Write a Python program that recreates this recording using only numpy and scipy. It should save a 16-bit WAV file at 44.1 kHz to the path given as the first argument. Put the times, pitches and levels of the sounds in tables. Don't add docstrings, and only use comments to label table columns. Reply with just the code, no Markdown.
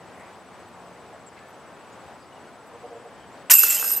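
import sys
import numpy as np
from scipy import signal
from scipy.fft import rfft, irfft, next_fast_len
from scipy.io import wavfile
from scipy.ndimage import uniform_filter1d, map_coordinates

SR = 44100
rng = np.random.default_rng(int(sys.argv[2]) if len(sys.argv) > 2 else 0)


def log_audio(samples):
    frames = np.atleast_2d(samples).T
    limited = np.clip(frames, -1, 1)
    pcm = np.round(limited * 32767).astype(np.int16)
    wavfile.write(sys.argv[1], SR, pcm)


def level_to_linear(level):
    exponent = np.asarray(level, float) / 20
    return 10 ** exponent


N = 176400

# pitch_hz, level_db
PARK_SPECTRUM = [(15, -45), (25, -36), (80, -6), (383, -3.5), (501, -3), (837, -1.5), (3800, -22.5),
                 (8090, -29.5), (15900, -43)]
# start_s, level_db
PARK_LEVEL = [(0, -48), (3.4, -49), (4, -45.5)]
# pitch_hz, likeness (1 = equal)
PARK_COHERENCE = [(30, -.4), (70, .05), (200, .85), (500, .96), (1600, .95), (5000, .5), (15000, .1)]
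# pitch_hz, level_db
PARK_BALANCE = [(60, 2), (15000, 1)]
# pitch_hz, rms_level_db
STEADY_TONES = [(9076, -76.5)]
# start_s, length_s, centre_hz, width_hz, level_db
LEAVES = [(0.051, 0.35, 2000, 600, -55), (0.122, .15, 8400, 3000, -66), (1.11, .07, 650, 350, -48),
          (1.351, .06, 2100, 800, -53), (2.17, 0.13, 4900, 500, -64), (2.65, .05, 11100, 4000, -68),
          (3.161, .12, 3100, 200, -60.5), (0.597, .012, 9500, 4960, -64), (.682, .012, 12000, 4000, -66),
          (1.465, .07, 11800, 1500, -69), (1.370, .008, 4200, 500, -58), (1.377, .008, 2200, 400, -50),
          (1.389, .006, 4400, 400, -53), (1.389, .006, 7300, 800, -60)]
# start_s, length_s, start_hz, end_hz, level_db
BIRDS = [
    (1.262, 0.03, 8470, 7400, -53.5),
    (1.391, .11, 1770, 1734, -61),
    (1.92, .025, 7040, 6800, -65.5),
    (2.322, 0.013, 2850, 2950, -58),
    (2.365, .016, 2900, 2870, -60),
    (2.466, .05, 1454, 1455, -58),
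    (2.574, 0.04, 1410, 1380, -59),
    (2.959, .03, 7440, 7300, -70),
    (3.32, .02, 6600, 7700, -67),
]
# start_s, level_db
KNOCKS = [
    (2.730, -43),
    (2.828, -36.5),
    (2.905, -39),
    (2.938, -39),
    (3.038, -41),
]
# pitch_hz, level_db, t60_s
HOLLOW_MODES = [(467, 0, 0.3), (580, -7, .2), (720, -7, .2)]
# start_s, level_db, pitch_hz, t60_s
DISC_CONTACTS = [(3.4985, -4, 2750, 0.0047), (3.5028, -17.5, 1476, 0.052), (3.504, -23, 940, 0.023),
                 (3.545, -21, 1160, 0.011), (3.566, -35, 940, .012), (3.6353, -6, 1410, 0.007),
                 (3.636, -34.5, 439, 0.11), (3.8267, -12, 1360, 0.0057), (3.827, -24.5, 850, 0.018),
                 (3.845, -21, 1320, 0.013), (3.907, -25, 1250, 0.011), (3.957, -31.5, 3920, .012),
                 (3.895, -23, 8900, .04), (3.935, -21, 8870, 0.085)]
LINK_HZ = [1600, 2640, 2850, 5080, 6400, 6930, 7390, 7900, 8210, 9030, 11400, 11970, 12680, 13850]
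# spread_between_links_hz, level_db, t60_s
LINK_MODES = [(70.5, -34, 0.27), (40.6, -27, 0.37), (91.4, -24.5, 0.31), (48.6, -20, 0.18),
              (200, -35, 0.074), (29.8, -21, 0.18), (39.8, -19, 0.16), (130, -14, 0.059),
              (30.4, -19.5, 0.17), (60, -16, 0.15), (121, -11.5, 0.18), (111, -5.5, 0.18), (89, -10.5, 0.2),
              (160, -18, 0.14)]
# start_s, level_db
SWING = [
    (3.4985, -20.5),
    (3.51, -13),
    (3.545, -30),
    (3.61, -32.5),
    (3.64, -27.5),
    (3.69, -30),
    (3.76, -31.5),
    (3.82, -36),
    (4.0, -42),
]
# start_s, level_db
CLASHES = [(3.5022, -26), (3.5085, -24), (3.520, -34), (3.528, -30), (3.552, -20), (3.584, -19),
           (3.598, -31), (3.631, -19), (3.684, -32), (3.702, -23.5), (3.746, -31), (3.797, -39),
           (3.865, -29), (3.896, -29.5), (3.916, -28.5), (3.963, -31)]
# pitch_hz, level_db
CLINK_SPECTRUM = [(300, -28), (700, -16), (1900, -9.5), (4000, -10.5), (7500, -0.5), (10400, -5.5),
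                  (13500, -8.5), (15800, -17)]
# start_s, level_db, pitch_hz
BRIGHT_STRIKES = [(3.5077, -5, 11990), (3.5154, -9, 12080), (3.5276, -9, 12000), (3.5374, -4, 12000),
                  (3.5511, -3, 12000), (3.584, -4, 11970), (3.591, -6, 11880), (3.6034, -10, 12000),
                  (3.6164, -12, 12000), (3.6304, -12, 12000), (3.6444, -15, 12100), (3.6813, -15, 12100),
                  (3.6888, -14, 11900), (3.7044, -15, 12000), (3.7262, -15, 11900), (3.7456, -15.5, 11900),
                  (3.7861, -22, 12000), (3.797, -17, 12060), (3.8114, -17.5, 11870), (3.8636, -16.5, 12100),
                  (3.8773, -18, 11900), (3.8978, -15.5, 12000), (3.9158, -12, 11900), (3.9294, -19, 12100),
                  (3.9492, -16, 12100), (3.9632, -15, 12060), (3.9701, -17, 12080)]
# start_s, level_db, pitch_hz
UPPER_STRIKES = [(3.5085, -14, 12500), (3.5516, -10, 12600), (3.5845, -14, 12700), (3.596, -11, 12600),
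                 (3.6813, -23, 12700), (3.6898, -19, 12700), (3.7451, -22, 12700), (3.7975, -25, 12700),
                 (3.8407, -24, 12700), (3.8656, -23, 12700), (3.9148, -19, 12700), (3.9294, -19, 12700),
                 (3.9637, -22, 12700)]
# start_s, pitch_hz, level_db
ROD_RINGS = [(3.535, 7400, -17), (3.536, 7720, -9), (3.576, 7380, -15), (3.698, 7380, -18),
             (3.703, 7950, -17), (3.746, 7430, -22), (3.746, 7900, -21), (3.57, 8200, -21),
             (3.587, 9050, -21.5), (3.79, 5900, -37), (3.843, 9050, -29), (3.63, 6400, -20.5),
             (3.59, 5070, -28), (3.878, 5080, -32.5), (3.632, 5100, -28), (3.578, 2610, -26.5),
             (3.692, 2680, -28), (3.795, 2620, -32.5), (3.51, 2800, -29), (3.845, 11400, -22.5)]
# start_s, pitch_hz, level_db, t60_s
TRAY_RINGS = [(3.636, 1400, -38.5, 1.12), (3.636, 1739, -44.5, 0.88), (3.636, 641, -47.5, 1.1),
              (3.70, 2000, -38, 0.42), (3.54, 2606, -34.5, 0.41), (3.54, 2686, -36, 0.66),
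              (3.63, 2627, -31.5, 0.5), (3.827, 1583, -39, 0.54), (3.625, 7380, -27.5, .7),
              (3.58, 6930, -32, .4), (3.8, 6930, -36, 0.82), (3.77, 3090, -29, 0.13), (3.6, 5060, -39, .8),
              (3.83, 8210, -34, 0.98), (3.835, 5085, -36.5, 0.63), (3.93, 2810, -52, 0.37),
              (3.79, 470, -43.5, 0.53)]
BASKET_BAND_HZ = [350, 15500]
# pitch_hz, level_db
PORT_BALANCE = [(60, 5), (380, -1), (2380, 1.5), (15000, -3.5)]
# pitch_hz, phase_rad
PORT_LEAD = [(0, 0.44), (8440, -0.16), (9820, -1.15), (12700, -0.42), (15800, 0.3)]

CRASH_S = SWING[0][0]
START_S = 3.45
SIDES = np.array([[1], [-1]])


def unit(x):
    return x / np.sqrt(np.mean(x ** 2) + 1e-20)


def along(points, hz):
    f, v = np.transpose(points)
    return np.interp(np.log(hz + 1), np.log(f + 1), v)


def wobble(rate_hz):
    knots = rng.standard_normal(int(N * rate_hz / SR) + 4)
    return map_coordinates(knots, [np.arange(N) * rate_hz / SR])


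def filtered(x, response):
    n = x.shape[-1]
    m = next_fast_len(n + SR // 2)
    return irfft(rfft(x, m) * response(np.fft.rfftfreq(m, 1 / SR)), m)[..., :n]


def add(out, start_s, piece):
    i = round(start_s * SR)
    out[..., i:i + piece.shape[-1]] += piece[..., :out.shape[-1] - i]


def ring(hz, t60, size, attack_s):
    t = np.arange(size) / SR
    return np.sin(2 * np.pi * hz * t) * level_to_linear(-60 * t / t60) * (1 - np.exp(-t / attack_s))


def park():
    t = np.arange(N) / SR
    z = signal.stft(rng.standard_normal((2, N)), nperseg=512)[2]
    patches = uniform_filter1d(rng.standard_normal(z.shape[1:]), size=6, axis=0)
    patches = uniform_filter1d(patches, size=12, axis=1)
    pair = signal.istft(z * level_to_linear(0.71 * unit(patches)), nperseg=512)[1][:, :N]

    def mid_side(f):
        turn = np.arccos(np.clip(along(PARK_COHERENCE, f), -1, 1)) / 2
        return level_to_linear(along(PARK_SPECTRUM, f)) * [np.cos(turn), np.sin(turn)]

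    mid, side = filtered(pair, mid_side)
    air = np.array([mid + side, mid - side])
    air = filtered(air, lambda f: level_to_linear(SIDES / 2 * along(PARK_BALANCE, f)))
    air_db = np.interp(t, *np.transpose(PARK_LEVEL)) + 2.5 + 0.66 * wobble(8.89)

    hum_db, hum_end_s = -59.5 + 4.4 * wobble(7.94), 1.18
    hum_hz = 179 + 3.1 * wobble(8.07)
    hum = level_to_linear(hum_db) * np.sin(2 * np.pi * np.cumsum(hum_hz) / SR) / (1 + (t / hum_end_s) ** 6)

    duck_db, recovery_s = -7.5, 0.12
    since = t - CRASH_S
    duck = level_to_linear(duck_db * (since > 0) * np.exp(-np.abs(since) / recovery_s))
    return duck * (unit(air) * level_to_linear(air_db) + hum)


def whine():
    whine_hz, gated_db, side_db = 7867, -66, -74
    gate_s, gate_first_s = 2 / 29.97, 0.0595
    t = np.arange(N) / SR
    gate = uniform_filter1d(((t - gate_first_s) / gate_s % 1 < 0.5) * 1.0, size=60)
    tone = np.sqrt(2) * np.sin(2 * np.pi * whine_hz * t)
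    steady = sum(level_to_linear(db) * np.sqrt(2) * np.sin(2 * np.pi * hz * t) for hz, db in STEADY_TONES)
    return tone * (level_to_linear(gated_db) * gate + level_to_linear(side_db) * SIDES) + steady * level_to_linear(1.5 * SIDES)


def leaves():
    out = np.zeros((2, N))
    for start_s, length_s, centre_hz, width_hz, db in LEAVES:
        n = round(length_s * SR)
        noise = rng.standard_normal((2, 3 * 8192))
        band = unit(filtered(noise, lambda f: np.exp(-((f - centre_hz) / width_hz) ** 2)))[:, :n]
        add(out, start_s, level_to_linear(db) * np.hanning(n) * (band[0] + 0.25 * band[1] * SIDES))
    return out


def birds():
    glide_share = 0.23
    out = np.zeros(N)
    for start_s, length_s, start_hz, end_hz, db in BIRDS:
        u = np.linspace(0, 1, round(length_s * SR))
        hz = end_hz + (start_hz - end_hz) * np.exp(-u / glide_share)
        add(out, start_s, level_to_linear(db + 6) * np.sin(np.pi * u) ** 0.35 * np.sin(2 * np.pi * np.cumsum(hz) / SR))
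    return out * level_to_linear(0.8 * SIDES)


def knocks():
    swell_s, tail_db = 0.048, -10
    out, t = np.zeros(N), np.arange(8000) / SR
    swell = np.sin(np.pi * np.clip(t / swell_s, 0, 1))
    rise = np.clip(2 * t / swell_s, 0, 1)
    for start_s, db in KNOCKS:
        for hz, mode_db, t60 in HOLLOW_MODES:
            level = level_to_linear(db + mode_db + rng.normal(0, 1.6))
            envelope = swell + level_to_linear(tail_db - 60 * t / t60) * rise
            add(out, start_s, level * envelope * np.sin(2 * np.pi * hz * rng.normal(1, 0.021) * t))
    return out


def disc():
    out = np.zeros(N)
    for start_s, db, hz, t60 in DISC_CONTACTS:
        add(out, start_s, level_to_linear(db) * ring(hz, t60, 6000, 0.00047))

    scrape_s, scrape_db, low_hz, high_hz = 0.051, -30, 850, 2400
    grit = unit(filtered(rng.standard_normal(8192),
                         lambda f: 1 / (1 + (low_hz / (f + 1)) ** 12) / (1 + (f / high_hz) ** 4)))
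    u = np.linspace(0, 1, round(scrape_s * SR))
    add(out, CRASH_S, level_to_linear(scrape_db - 6.9 * u) * (1 - u ** 6) * grit[:len(u)])
    return out


def chains(count=10, size=470):
    hz, (spread_hz, mode_db, t60) = np.array(LINK_HZ), np.transpose(LINK_MODES)
    n = N - round(START_S * SR)

    rattle_rate_hz, rattle_scatter_db, rattle_ring_db = 900, 4, -4
    clash_spread_s, clash_clink_db = 0.006, -9
    small = CRASH_S + np.cumsum(rng.exponential(1, size)) / rattle_rate_hz
    small_db = np.interp(small, *np.transpose(SWING)) + rattle_scatter_db * rng.standard_normal(size)
    clash = np.repeat(CLASHES, 4, axis=0)
    times = np.r_[small, clash[:, 0] + clash_spread_s * rng.random(len(clash))]
    at = np.clip(np.round((times - START_S) * SR).astype(int), 0, n)

    level_db = np.r_[small_db + rattle_ring_db, clash[:, 1]][:, None] + mode_db
    gain = level_to_linear(level_db + 3 * rng.standard_normal(level_db.shape))
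    gain = gain * rng.choice([-1, 1], level_db.shape)

    link = np.arange(len(at)) % count
    detune = np.clip(rng.standard_normal((count, len(hz))), -2, 2)
    touch_db, touch_rate_hz = 3, 45
    curve = np.r_[wobble(touch_rate_hz), wobble(touch_rate_hz)]
    touch = level_to_linear(touch_db * curve[:count * n].reshape(count, n))
    out = np.zeros(n)
    for k in range(count):
        blows = np.zeros((len(hz), n + 1))
        np.add.at(blows, (slice(None), at[link == k]), gain[link == k].T)
        modes = ring((hz + spread_hz * detune[k])[:, None], t60[:, None], n // 2, 0.0016)
        out += signal.fftconvolve(blows, modes, axes=1)[:, :n].sum(0) * touch[k]

    clink_t60, hiss_db, stray_db = 0.027, -3.5, -6
    contact_db = np.r_[small_db, clash[:, 1] + clash_clink_db]
    power = np.bincount(at, level_to_linear(2 * contact_db), n + 1)
    decay = level_to_linear(-120 * np.arange(2000) / SR / clink_t60)
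    fade = np.sqrt(np.abs(signal.fftconvolve(power, decay)[:n]))
    noise = unit(filtered(rng.standard_normal(n), lambda f: level_to_linear(along(CLINK_SPECTRUM, f))))
    out = out + level_to_linear(hiss_db) * fade * noise + level_to_linear(stray_db) * stray_modes(at, contact_db, n)
    return np.pad(out, (N - n, 0))


def stray_modes(at, contact_db, n, count=6, size=800):
    hz = rng.uniform(1000, 15500, (len(at), count, 1))
    level_db = contact_db[:, None, None] + along(CLINK_SPECTRUM, hz) + 3.5 * rng.standard_normal(hz.shape)
    grains = (level_to_linear(level_db) * ring(hz, 0.042, size, 0.00023)).sum(1)
    return np.bincount((at[:, None] + np.arange(size)).ravel(), grains.ravel(), n)[:n]


def strikes():
    t60, pair_hz, strike_db, crack_db, crack_t60 = 0.11, 62, -4, -28, 0.006
    out, t = np.zeros(N), np.arange(300) / SR
    for start_s, db, hz in BRIGHT_STRIKES + UPPER_STRIKES:
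        pair = ring(hz, t60, 8000, 0.00061)
        pair = pair + 0.43 * ring(hz + pair_hz * rng.normal(), t60, 8000, 0.0008)
        add(out, start_s, level_to_linear(db + strike_db) * pair)
        crack = np.diff(rng.standard_normal(len(t) + 1))
        add(out, start_s, level_to_linear(db + crack_db - 60 * t / crack_t60) * crack)
    return out


def rods():
    out = np.zeros(N)
    for start_s, hz, db in ROD_RINGS:
        spread_hz, _, t60 = LINK_MODES[np.argmin(np.abs(np.array(LINK_HZ) - hz))]
        pair = ring(hz, t60, 12000, 0.00073) + 0.36 * ring(hz + spread_hz, t60, 12000, 0.001)
        add(out, start_s, level_to_linear(db) * pair)
    return out


def tray():
    out = np.zeros(N)
    for start_s, hz, db, t60 in TRAY_RINGS:
        add(out, start_s, level_to_linear(db) * ring(hz, t60, SR // 2, 0.003))
    return out


def ports(x):
    low_hz, high_hz = BASKET_BAND_HZ
    x = signal.sosfilt(signal.butter(4, low_hz, 'high', fs=SR, output='sos'), x)
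    x = filtered(x, lambda f: 1 / (1 + (f / high_hz) ** 60))
    half = SIDES / 2
    return filtered(x, lambda f: level_to_linear(half * along(PORT_BALANCE, f)) * np.exp(1j * half * along(PORT_LEAD, f)))


def trees(x):
    t60, level_db = 0.05, -20
    t = np.arange(4000) / SR
    tail = rng.standard_normal((2, len(t))) * level_to_linear(-60 * t / t60)
    return x + level_to_linear(level_db) * signal.fftconvolve(x, tail / np.linalg.norm(tail[0]), axes=1)[:, :N]


def scene():
    basket = trees(ports(disc() + chains() + strikes() + rods() + tray()))
    return park() + whine() + leaves() + birds() + knocks() + basket


def band_limit(x):
    return signal.sosfilt(signal.butter(12, 16200, fs=SR, output="sos"), x)


def record(dry):
    mix = np.clip(dry, -1, 1)
    return band_limit(mix)


dry = scene()
out = record(dry)
log_audio(out)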